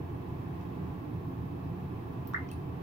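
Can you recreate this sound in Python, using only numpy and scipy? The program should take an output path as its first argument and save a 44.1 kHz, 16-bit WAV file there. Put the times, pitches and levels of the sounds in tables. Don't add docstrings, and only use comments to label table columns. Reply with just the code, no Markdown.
import sys
import numpy as np
from scipy import signal
from scipy.fft import rfft, irfft
from scipy.io import wavfile

SR = 44100
rng = np.random.default_rng(int(sys.argv[2]) if len(sys.argv) > 2 else 0)


def int16_out(signal):
    q = np.round(np.clip(np.atleast_2d(signal).T, -1, 1) * 32767)
    wavfile.write(sys.argv[1], SR, q.astype(np.int16))


def nominal_scale(level):
    x = np.asarray(level, float) / 20
    return 10 ** x


N = 124362
BIN_HZ = np.fft.rfftfreq(N, 1 / SR)
LEFT_RIGHT = np.array([[1], [-1]])


def evened(x):
    return x / np.sqrt(np.mean(x ** 2) + 1e-20)


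def read(points, hz):
    f, value = np.transpose(points)
    return np.interp(np.log(hz + 1), np.log(f + 1), value)


def add(mix, start_s, sound):
    part = mix[round(start_s * SR):][:len(sound)]
    part += sound[:len(part)]


def ports(pan_db, lead_rad):
    return np.array([nominal_scale(pan_db / 2) + 0j, nominal_scale(-pan_db / 2) * np.exp(1j * lead_rad)])


def drift(top_hz, depth_db):
    t = np.arange(N) / SR
    rates_hz = np.geomspace(.4, top_hz, 12)
    sway = sum(np.sin(2 * np.pi * (f * t + rng.random())) / np.sqrt(f) for f in rates_hz)
    return nominal_scale(depth_db * evened(sway))


def room(x):
    # frequency in Hz, t60 in s.
    tile_t60 = [(500, 0.35), (1200, 0.23), (1700, 0.17), (2150, 0.27), (2800, 0.27), (6000, 0.16),
                (10000, 0.23), (14000, 0.17)]
    first_echo_s, rise_s = .004, .0021
    size = SR // 2
    slots = np.arange(0, size - 16, 16)
    shape = (2, len(slots))
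    taps = np.zeros((2, size))
    np.put_along_axis(taps, slots + rng.integers(0, 16, shape), rng.choice([-1., 1.], shape), 1)
    taps *= np.clip((np.arange(size) / SR - first_echo_s) / rise_s, 0, 1)
    hz, t, z = signal.stft(taps, SR, nperseg=128)
    decay = nominal_scale(-60 * t / read(tile_t60, hz)[:, None])
    tail = signal.istft(z * decay, SR, nperseg=128)[1]
    tail /= np.linalg.norm(tail[0])
    return signal.fftconvolve(x[None], tail, axes=1)[:, :len(x)]


def grains(count, per_s, spread_db):
    size = nominal_scale(spread_db * np.minimum(rng.exponential(1, count), 4)) * rng.choice([-1., 1.], count)
    return size * (rng.random(count) < per_s / SR)


def fizz():
    # frequency in Hz, level in dB.
    colour = [(250, 3), (420, -7), (1100, -2.5), (1250, -9), (2000, -14), (3000, -21.5), (5000, -31.5),
              (8000, -38)]
    level_db, pan_db, bursts_per_s, spread_db = -52, -2, 5000, 2.5
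    floor_hz, port_likeness = 260, 0.00037
    lead_in = SR // 2
    wet = 0
    for _ in range(6):
        wet = wet + room(grains(N + lead_in, bursts_per_s, spread_db))[:, lead_in:]
    wet = np.array([wet[0], port_likeness * wet[0] + wet[1]])
    shape = nominal_scale(read(colour, BIN_HZ)) / (1 + (floor_hz / (BIN_HZ + 1)) ** 4)
    froth = evened(irfft(rfft(wet) * shape, N))
    return nominal_scale(level_db + pan_db / 2 * LEFT_RIGHT) * froth * drift(top_hz=8.4, depth_db=.5)


def hiss():
    # frequency in Hz, level in dB.
    colour = [(3000, -16.5), (6000, -14.5), (8500, -24), (10500, -16), (11800, -14.5), (12600, -9),
              (14500, -5.5), (15700, -5.5)]
    # frequency in Hz, left-right in dB.
    balance = [(5000, -16), (8500, 9), (12000, 3.5), (15500, 3)]
    level_db, pops_db = -67, -100
    pops = nominal_scale(pops_db - level_db) * evened(grains(N, per_s=60, spread_db=-6))
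    raw = rng.standard_normal((2, N)) + pops + room(pops)
    z = rfft(raw) * nominal_scale(read(colour, BIN_HZ)) * ports(read(balance, BIN_HZ), 0)
    return nominal_scale(level_db) * evened(irfft(z, N)) * drift(top_hz=10, depth_db=.25)


def bubble(start_s, db, start_hz, end_hz, decay_s):
    glide, glide_bend, swell_end = 1.022, 1.473, .653
    u = np.arange(0, 6 * decay_s, 1 / SR) / decay_s
    hz = end_hz + (start_hz - end_hz) * np.exp(-(u / glide) ** glide_bend)
    rise = np.sin(np.pi / 2 * np.minimum(u / swell_end, 1)) ** 2
    swell = rise * np.exp(-np.maximum(u - swell_end, 0))
    return start_s, nominal_scale(db) * 2 * swell * np.sin(2 * np.pi * np.cumsum(hz) / SR)


def tick(start_s, db, hz, width_hz, length_s):
    snap = 4
    t = np.arange(0, 4 * length_s, 1 / SR)
    puff = rng.standard_normal(800)[:len(t)] * np.exp(-t / length_s) * np.minimum(t / 0.0001, 1)
    puff += snap * (np.arange(len(t)) == round(length_s * SR / 2))
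    pole = np.exp(-np.pi * width_hz / SR)
    turn = np.exp(2j * np.pi * hz * t)
    once = signal.lfilter([1], [1, -pole], puff / turn)
    band = (turn * signal.lfilter([1], [1, -pole], once)).real
    return start_s, nominal_scale(db) * 2 * evened(band) / 2.3


def echo_coloured(x):
    # frequency in Hz, level in dB.
    colour = [(900, -7), (1250, 13.5), (1570, -4), (1950, 1.5), (2200, 7.5), (2600, 1.5), (5000, 0.5),
              (9000, -1.5)]
    return irfft(rfft(x) * nominal_scale(read(colour, BIN_HZ)), N)


def drips(rows, source, wet_db, pan_db, walls_db, lag_s=.00034):
    # delay in s, level in dB.
    wall_echoes = [
        [(.0062, -9), (.0165, -9), (.0225, -10)],
        [(.0040, -5), (.0210, -8), (.0255, -10)],
    ]
    tail_pan_db = 3
    mix = np.zeros(N)
    for row in rows:
        add(mix, *source(*row))
    thrown = echo_coloured(mix)
    heard = []
    for port in wall_echoes:
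        heard.append(mix + sum(nominal_scale(db + walls_db) * np.roll(thrown, round(s * SR)) for s, db in port))
    left = np.roll(heard[0], round(lag_s * SR)) * nominal_scale(pan_db / 2)
    right = heard[1] * nominal_scale(-pan_db / 2)
    return np.array([left, right]) + nominal_scale(wet_db + tail_pan_db / 2 * LEFT_RIGHT) * room(thrown)


def plop():
    # start in s, level in dB, start and end frequency in Hz, decay in s.
    big_bubble = [
        (2.341, -27.7, 1254, 2130, .0057),
    ]
    # delay in ms, gain.
    paths = [
        [(1.0, 1), (4.9, -.24), (6.53, -.2), (7.78, .17), (10.86, -.36), (12.06, .33), (13.02, .23),
         (16.67, -.16), (19.66, -.3)],
        [(.25, -.4), (1.63, -1), (2.63, .45), (4.17, .48), (5.51, .31), (18.1, .25), (19.39, -.22),
         (21.16, -.3), (26.6, -.37)],
    ]
    tail_s, tail_db = 0.014, -7.5
    mix = np.zeros(N)
    for row in big_bubble:
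        add(mix, *bubble(*row))
    early = [sum(gain * np.roll(mix, round(ms * SR / 1000)) for ms, gain in port) for port in paths]
    late = np.roll(echo_coloured(mix), round(tail_s * SR))
    return np.array(early) + nominal_scale(tail_db) * room(late)


def impact():
    # start in s, level in dB, start and end frequency in Hz, decay in s.
    cavity = (2.3356, -37.5, 1500, 800, .0019)
    return drips([cavity], bubble, wet_db=-5, pan_db=-2.4, walls_db=-12, lag_s=0)


def blips():
    # start in s, level in dB, start and end frequency in Hz, decay in s.
    small_bubbles = [
        (2.485, -62, 2250, 2600, .004),
        (2.488, -56.5, 3700, 6100, .0016),
        (2.4975, -59, 2900, 3280, .007),
        (2.5142, -54, 2750, 2580, .0045),
    ]
    return drips(small_bubbles, bubble, wet_db=-12, pan_db=-2.4, walls_db=-8)


def splashes():
    # start in s, level in dB, centre and width in Hz, length in s.
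    surface_ticks = [(.103, -74, 7500, 5000, .0009), (.153, -77, 9000, 4000, .0009),
                     (.287, -72, 8000, 6000, .001), (.6115, -65, 5000, 3500, 0.00075),
                     (.6117, -75, 10500, 6000, .0009), (1.284, -69, 14500, 4000, 0.0018),
                     (2.2737, -48, 14700, 3000, 0.0017), (2.274, -53, 12540, 2600, 0.001),
                     (2.3356, -59, 4300, 3000, 0.0019), (2.3358, -69, 9000, 6000, .001),
                     (2.4885, -63, 4500, 4000, .0012), (2.5142, -55, 9800, 1410, 0.0025),
                     (2.5132, -60, 14800, 2500, 0.002), (2.5138, -66, 12200, 3000, 0.0026),
                     (2.5142, -71, 6470, 2000, 0.0018), (2.5145, -58, 4260, 2500, 0.002),
                     (2.272, -64, 5100, 3000, 0.0015),
        (2.274, -73, 9400, 3060, 0.00086),
    ]
    return drips(surface_ticks, tick, wet_db=-3, pan_db=2, walls_db=-5)


def modes(table, width_hz):
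    out = 0
    for f, db, pan_db, lead_rad in table:
        off = (BIN_HZ - f) / width_hz
        ring = rfft(rng.standard_normal(N)) / (1 + (off * 1.21) ** 2 + off ** 4)
        ring /= np.sqrt(2 * np.sum(abs(ring) ** 2)) / N
        out = out + nominal_scale(db) * ports(np.array([pan_db]), lead_rad) * ring
    return irfft(out, N)


def tub_ring():
    # frequency in Hz, level in dB, left-right in dB, right lead in radians.
    tub_modes = [(499, -68, 11, -6), (564, -73, 13, -0.5), (623, -77, 7, 4.5), (661, -60.5, -1, 0.2),
                 (706.7, -58, -1.5, -1.5), (748, -66.5, -12, 2), (727, -73, 12, -3), (786.7, -61, 4, -0.34),
                 (852.3, -60, -9, 1.0), (895, -75, -29.5, 0), (950, -62, 1.5, 3), (1003, -62.5, 2, 0.5),
                 (1061, -64.5, 7.5, -4.5), (1180, -67.5, 6, 2)]
    high_modes = [(1331, -64.5, 1, 3.5), (1620, -67.5, -2, 2), (1754, -72, 0, 1.5), (2230, -102, -14, -4.5),
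                  (2601, -73.5, -14, 1), (3140, -84, -15, -3), (3340, -94, -4.5, -0.5),
                  (3270, -106.5, -11, 2)]
    return modes(tub_modes, width_hz=24.3) + modes(high_modes, width_hz=42 * 1.6)


def room_ring():
    # frequency in Hz, level in dB, left-right in dB, right lead in radians.
    low_modes = [(84.7, -42.5, 1, 0.28), (120.8, -41.5, -3, 0.067), (144.6, -41.5, 0.2, 0.045),
                 (176, -42.5, -4, 0.36), (211, -53.5, -2, 0.034), (268.1, -48, 0.5, 0.067),
                 (301, -49.5, -10, 0.4), (345, -50, -6, 0.061), (398.8, -53.5, -7, 0.057),
                 (465.5, -58.5, -14.5, 2.83), (485.6, -55.5, 6.5, 2.33)]
    side_modes = [(96, -44.5, -.3, .28), (245, -52.5, -4.5, .2), (357, -52, 3, .3), (430, -58, 0, 1),
                  (885, -61, 4, 2.5), (1090, -62, -2, -2), (1130, -63, 0, -2)]
    return modes(low_modes, width_hz=19.4) + modes(side_modes, width_hz=24)


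def rumble():
    # frequency in Hz, level in dB.
    colour = [(20, 2), (45, -14), (62, -22), (80, 5), (160, -4), (200, 7), (380, 7), (600, -46)]
    # frequency in Hz, left-right in dB.
    balance = [(60, -2), (150, 16), (260, -30.5), (400, 5.5)]
    level_db, lead_rad = -48, 0.7
    z = rfft(rng.standard_normal(N)) * nominal_scale(read(colour, BIN_HZ))
    return nominal_scale(level_db) * evened(irfft(z * ports(read(balance, BIN_HZ), lead_rad), N))


def building_shake():
    # frequency in Hz, level in dB, left-right in dB, right lead in radians.
    shake_modes = [
        (28, -69, 1, .3),
        (54, -63, 0, .28),
    ]
    return modes(shake_modes, width_hz=18)


def fan_whistle():
    # frequency in Hz, level in dB, left-right in dB, right lead in radians.
    whistle = [
        (11850, -88, 1.5, 1.5),
    ]
    return modes(whistle, width_hz=260)


def scene():
    foam = fizz() + hiss()
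    water = impact() + plop() + blips() + splashes()
    air = nominal_scale(-4) * (room_ring() + rumble() + tub_ring())
    return foam + water + air + building_shake() + fan_whistle()


def low_pass(x):
    return signal.sosfilt(signal.butter(12, 16510, fs=SR, output="sos"), x)


def record(dry):
    edge_hz, offset = 15830, -.0006
    kept = irfft(rfft(dry) * (BIN_HZ < edge_hz), N)
    return low_pass(kept + offset)


dry = scene()
out = record(dry)
int16_out(out)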